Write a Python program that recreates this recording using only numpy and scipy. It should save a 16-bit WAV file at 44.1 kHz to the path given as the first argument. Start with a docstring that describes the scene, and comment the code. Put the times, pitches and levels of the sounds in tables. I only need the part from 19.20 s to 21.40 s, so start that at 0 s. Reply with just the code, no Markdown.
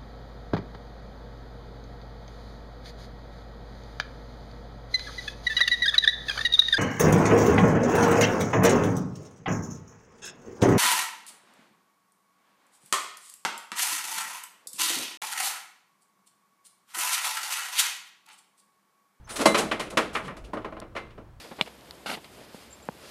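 """A steel-mesh trailer gate is worked loose and swung down outdoors, over a faint low hum.
First steel grinds on steel with thin squeals, and the flexing panel shudders. At 0.26 s the gate slams
into its stop, then clanks against its fittings; each blow sets the mesh clattering and the frame ringing.
From about 1 s it rattles more softly on its hinges, with a soft bump of air at 1.24 s and a small dry
tick at 1.6 s, and by 2 s the last rattle is dying away."""
import sys
import numpy as np
from scipy import signal
from scipy.io import wavfile

SR = 44100
rng = np.random.default_rng(int(sys.argv[2]) if len(sys.argv) > 2 else 0)


def master_out(mix):
    """Clip the mix to full scale and print it as 16-bit PCM to the path in sys.argv[1]."""
    frames = np.transpose(np.atleast_2d(mix))
    ceiling = np.clip(frames, -1, 1)
    pcm = np.round(ceiling * 32767).astype(np.int16)
    wavfile.write(sys.argv[1], SR, pcm)


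N = 97020
T = np.arange(N) / SR
BANDS_HZ = 25 * 2 ** (np.arange(29) / 3)
REGISTER_HZ = (400, 1050, 2600, 7500)  # bass, mids, high mids, treble


# Hits of the gate on its fittings; bass, high mids and treble are set against the mids:
# (time [s], mid level [dB], bass [dB], high mids [dB], treble [dB], frame ring [dB], contact time [s])
BLOWS = [(.256, -18, -2, -4, -4, 2, .005), (0.344, -23, -1.5, 0, -9, -8, .010),
         (0.513, -28, -1.5, 2, -14, -15, 0.0052), (0.595, -33.5, -2, 2.5, -3.5, -11, 0.01),
         (0.7713, -20, -3.5, -1, -10, -16, 0.0037), (0.9514, -24.5, -16, -2, -27.5, -16, .002),
         (1.08, -36, -13.5, -7.5, -37, -13, 0.0037), (1.107, -45.5, 2.5, -2.5, -34, -8, 0.0031),
         (1.167, -49.5, 4, -2, -3.5, -18, 0.0043), (1.239, -60, 9, -2, -3, -26, 0.0057),
         (1.333, -34, .5, -13, -21, -9, 0.0031), (1.369, -38, 2.5, -8.5, -25.5, -25, 0.0051),
         (1.418, -60, .5, 3, -15, -17, 0.003), (1.446, -37, 2, -7, -25.5, -13, 0.0032),
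         (1.522, -47, 3, -7.5, -26, -2.5, .003), (1.567, -43, 1.5, -8.5, -34, -13, 0.0025),
         (1.616, -46.5, 5, -4, -27, -7, 0.0025), (1.751, -43.5, 5.5, -2.5, -19, -13, 0.0038),
         (1.762, -35.5, -2, 0, -16.5, -5, 0.0082), (1.904, -62, -1, 5.5, -11, -19.5, 0.0041),
         (1.978, -49, 7, -10, -26, -19.5, 0.0032)]
def blows():
    """Each hit is a sudden push that eases off: (energy feed over time, level in each register)."""
    contacts = []
    for start, db, bass, high_mids, treble, _, contact_s in BLOWS:
        progress = np.clip((T - start) / contact_s / 2, 0, 1)
        push = (progress > 0) * (1 - progress) ** 2
        contacts.append((push / push.sum(), db + np.array([bass, 0, high_mids, treble])))
    return contacts


# Gritty slides of steel on steel:
# (time [s], length [s], bass [dB], mids [dB], high mids [dB], treble [dB])
SCRAPES = [(0.07, 0.026, -60, -43, -55.5, -58), (0.089, 0.032, -44, -44.5, -43.5, -40),
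           (.125, 0.055, -44, -43.5, -55, -50), (0.154, 0.019, -45, -39, -36, -30.5),
           (0.182, 0.039, -28, -30, -32.5, -32), (0.369, 0.026, -25, -28, -28, -25.5),
           (0.395, 0.045, -31, -36, -39, -80.5), (0.642, 0.034, -41, -62, -47, -92),
           (0.701, 0.0052, -38, -44, -41, -38), (0.709, .03, -38.5, -42, -56, -84),
           (0.929, 0.04, -37, -47, -47.5, -43.5), (.962, 0.011, -34, -41, -39.5, -55),
           (1.026, 0.052, -43.5, -51, -49.5, -54.5), (1.243, 0.007, -50, -73, -47.5, -53),
           (1.256, 0.037, -47, -56.5, -68, -76), (1.868, 0.051, -52.5, -77, -71, -82)]
def scrapes(slips_per_s=1100, spread_db=2, gain_db=-0.5):
    """Each scrape is a swelling run of tiny uneven slips: (energy feed, level in each register)."""
    slips = (rng.random(N) < slips_per_s / SR) * from_db(spread_db * rng.standard_normal(N)) ** 2
    contacts = []
    for start, length, *levels_db in SCRAPES:
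        swell = np.sqrt(np.clip((T - start) / length, 0, 1)) * (T < start + length)
        push = (slips + 1e-6) * swell
        energy = length / 0.017  # 17 ms of sliding feeds in as much as one blow
        contacts.append((energy * push / (push.sum() + 1e-20), np.array(levels_db) + gain_db))
    return contacts


# Tone colour of the mesh: (frequency [Hz], band gain [dB])
MESH_COLOUR = [(110, -27.5), (150, -21.5), (200, -14.5), (320, -12.5), (500, -6.5), (630, -5.5),
               (780, -9.5), (1000, -7), (1250, -3), (1600, -6), (2400, -3.5), (3900, -4.5), (5000, -6.5),
               (6500, -6.5), (10000, -6.5), (12500, -19.5), (15500, -35)]
# Its short clatter and quieter tail: (frequency [Hz], clatter t60 [s], tail t60 [s], tail level [dB])
MESH_DECAY = [(206, 0.29, .7, -6), (1000, 0.17, 0.39, -7.5), (2600, 0.089, 0.51, -15.5),
              (9000, 0.092, 0.31, -9.5)]
def mesh(contacts):
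    """The countless close modes of the mesh take up each contact's energy, clatter briefly and linger."""
    pushes = np.array([push for push, _ in contacts])
    out = np.zeros(N)
    for hz in BANDS_HZ[BANDS_HZ >= 100]:
        fed = np.array([register_gain(levels, hz) ** 2 for _, levels in contacts]) @ pushes
        clatter_t60, tail_t60, tail_db = (at_hz(MESH_DECAY, hz, column) for column in (1, 2, 3))
        energy = die_away(fed, clatter_t60) + die_away(fed, tail_t60) * from_db(tail_db) ** 2
        out += from_db(at_hz(MESH_COLOUR, hz)) * np.sqrt(energy) * band_noise(hz)
    return out


def wires(contacts, count=70, low_hz=1396.4, high_hz=11800, t60=0.18, gain_db=-5.5):
    """Single wires of scattered pitch jingle, each touched with a different strength by every contact."""
    pushes = np.array([push for push, _ in contacts])
    out = np.zeros(N)
    for k, offset in enumerate(rng.random(count)):
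        hz = low_hz * (high_hz / low_hz) ** ((k + offset) / count)
        touch = from_db(-1.5 * np.clip(rng.standard_normal(len(contacts)), -2, 1))
        strengths = touch * np.array([register_gain(levels, hz) for _, levels in contacts])
        envelope = np.sqrt(die_away(strengths ** 2 @ pushes, t60))
        out += from_db(at_hz(MESH_COLOUR, hz)) * envelope * np.sin(2 * np.pi * hz * T)
    return from_db(gain_db) * out / np.sqrt(count / 10)


# Clang of the mesh panel: (frequency [Hz], relative level [dB], t60 [s])
PANEL_MODES = [(225.9, -13, 0.22), (310.1, -9, 0.29), (349.5, -13, 0.31), (442, -7, .22),
               (532, -22.5, 0.12), (580, -2.5, 0.078), (642, -10, .2), (831.6, -12.5, 0.17),
               (1040.4, -6.5, 0.11), (1168, -8, .13), (1268, -10, .16), (1397, -10.5, 0.096),
               (1880, -9, 0.13), (2322, -13.5, .22), (2963, -10.5, 0.16)]
# Ring of the tubular frame: (frequency [Hz], relative level [dB], t60 [s])
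FRAME_MODES = [(185.7, -11, .3), (213.2, -13, 0.87), (324.7, -14.5, 0.65), (566, -4.5, 0.22),
               (646.7, -9, 0.2), (1014, -1, 0.081), (1081, -7, 0.26), (1272, -5.5, 0.051), (2084, -4, 0.31),
               (4188, -5.5, 0.083), (3980, -13, 0.43), (5570, -10.5, 0.093), (6540, -10, 0.12)]
# Bright ping of the latch: (frequency [Hz], relative level [dB], t60 [s])
LATCH_MODES = [(7537, -23, .22), (7983, -22, .35), (9550, -20, .3), (9740, -20, .35), (10860, -22, .15),
               (12050, -29, .3)]
def ringing_steel(latch_free_s=0.7, latch_muted_db=-18):
    """Panel, frame and latch ring under the blows; once the latch is free, blows hardly reach it."""
    panel = struck_modes(PANEL_MODES, np.zeros(len(BLOWS)))
    frame = struck_modes(FRAME_MODES, [ring_db for *_, ring_db, _ in BLOWS])
    latch_db = [0 if start < latch_free_s else latch_muted_db for start, *_ in BLOWS]
    return panel + frame + struck_modes(LATCH_MODES, latch_db)


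def struck_modes(modes, sends_db, spread_db=2.5, gain_db=3.5):
    """Every blow, at its own send level, strikes each mode with a random strength, delay and polarity."""
    out = np.zeros(N)
    for hz, mode_db, t60 in modes:
        strikes = np.zeros(N)
        for (start, db, bass, high_mids, treble, _, contact_s), send_db in zip(BLOWS, sends_db):
            force, lag = rng.uniform(-1, 1, 2)
            colour = register_gain([bass, 0, high_mids, treble], hz)
            strength = colour * from_db(db + mode_db + send_db + spread_db * force)
            strikes[int((start + contact_s * abs(lag) / 2) * SR)] += strength * np.sign(lag)
        decay, angle = from_db(-60 / (t60 * SR)), 2 * np.pi * hz / SR
        resonator = [0, np.sin(angle)], [1, -2 * decay * np.cos(angle), decay ** 2]
        out += signal.lfilter(*resonator, strikes + 1e-18)
    return from_db(gain_db) * out


def slam(time_s=0.2603, db=-1.5, hz=900, half_width_s=0.0006):
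    """One short pressure pulse as the gate hits its stop."""
    return from_db(db) * bell_curve(time_s, half_width_s) * np.cos(2 * np.pi * hz * (T - time_s))


# Low wobbles of the panel: (peak time [s], half length [s], pitch [Hz], level before the low cut [dB])
SHUDDERS = [(0.201, 0.011, 175, -40.5), (.212, 0.019, 275, -28.5), (0.45, 0.036, 215, -37),
            (0.735, 0.024, 190, -44), (1.077, 0.05, 185, -40)]
def shudders(width_hz=60):
    """The panel flexes in short, low swells."""
    return sum(from_db(db) * bell_curve(peak_s, half_s) * wavering_tone(hz, width_hz)
               for peak_s, half_s, hz, db in SHUDDERS)


# Thin, high squeals: (time [s], length [s], pitch [Hz], level [dB])
SQUEALS = [(.042, 0.025, 6190, -62.5), (0.05, 0.16, 5400, -67), (0.088, 0.069, 9620, -45),
           (.13, 0.024, 7950, -48.5), (.135, .025, 12200, -58), (.105, .055, 14700, -66)]
def squeals(width_hz=75):
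    """Wavering tones swell and fade as the steel starts to slide."""
    out = np.zeros(N)
    for start, length, hz, db in SQUEALS:
        progress = np.clip((T - start) / length, 0, 1)
        arch = np.abs(np.sin(np.pi * progress)) ** 0.5
        out += from_db(db) * arch * wavering_tone(hz, width_hz)
    return out


def tick(time_s=1.601, t60=0.0056, band_hz=(4000, 11000), top_hz=10630):
    """A small dry tick close by: a bright burst of noise with no ring."""
    envelope = (T >= time_s) * from_db(-27 - 60 * np.abs(T - time_s) / t60)
    burst = envelope * rng.standard_normal(N)
    bright = signal.lfilter(*signal.butter(1, band_hz, "band", fs=SR), burst)
    return signal.sosfilt(signal.butter(4, top_hz, fs=SR, output="sos"), bright)


# Bed of outdoor air: (frequency [Hz], band level [dB])
AIR_BED = [(25, -60.5), (55, -69), (80, -63), (120, -58), (200, -71), (500, -75), (1000, -68.5),
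           (2500, -79), (6000, -84.5), (15000, -86)]
# Low hum underneath: (pitch [Hz], level [dB])
HUM_TONES = [(57, -57), (113, -59.5)]
def outdoors(buffet_s=1.243, buffet_db=-42.5):
    """Quiet air, a wavering hum and one soft buffet as air bumps the microphone."""
    air = sum(from_db(at_hz(AIR_BED, hz)) * band_noise(hz) for hz in BANDS_HZ)
    hum = sum(from_db(db) * wavering_tone(hz, width_hz=5) for hz, db in HUM_TONES)
    swell = from_db(buffet_db) * bell_curve(buffet_s, half_width_s=0.036)
    return air + hum + swell * wavering_tone(hz=46, width_hz=25)


def from_db(db):
    return 10 ** (np.asarray(db) / 20)


def unit_rms(x):
    return x / np.sqrt(np.mean(x ** 2) + 1e-20)


def bell_curve(peak_s, half_width_s):
    return np.exp(-((T - peak_s) / half_width_s) ** 2)


def at_hz(table, hz, column=1):
    """Read a column of a table on a log-frequency axis."""
    table = np.array(table)
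    return np.interp(np.log(hz), np.log(table[:, 0]), table[:, column])


def register_gain(levels_db, hz):
    """Gain of one contact at a frequency, from its four register levels."""
    return from_db(np.interp(np.log(hz), np.log(REGISTER_HZ), levels_db))


def band_noise(hz):
    """A third of an octave of noise, rms 1."""
    band = signal.butter(2, hz * 2 ** (np.array([-1, 1]) / 6), "band", fs=SR, output="sos")
    return unit_rms(signal.sosfilt(band, rng.standard_normal(N + SR // 2))[-N:])


def wavering_tone(hz, width_hz):
    """A sine whose pitch wanders at random, rms 1."""
    smoothing = signal.butter(2, width_hz, fs=SR, output="sos")
    wander = unit_rms(signal.sosfilt(smoothing, rng.standard_normal(N)))
    return unit_rms(np.sin(2 * np.pi * np.cumsum(hz + width_hz / 2 * wander) / SR))


def die_away(energy, t60):
    """Stored energy falls by 60 dB in t60 seconds."""
    return signal.lfilter([1], [1, -from_db(-60 / (t60 * SR)) ** 2], energy + 1e-20)


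def scene(low_cut_hz=125):
    """The gate, close by, over the outdoor bed, in mono."""
    contacts = blows() + scrapes()
    steel = ringing_steel() + mesh(contacts) + wires(contacts) + shudders()
    # the gate's sounds carry little below the low cut
    gate = signal.sosfilt(signal.butter(2, low_cut_hz, "high", fs=SR, output="sos"), steel)
    return (gate + slam() + squeals() + tick() + outdoors())[None]


def record(dry, stopband_hz=16600):
    """Peaks clip at full scale, then a steep high cut takes off the very top."""
    return signal.sosfilt(signal.cheby2(16, 70, stopband_hz, fs=SR, output="sos"), np.clip(dry, -1, 1))


dry = scene()
out = record(dry)
master_out(out)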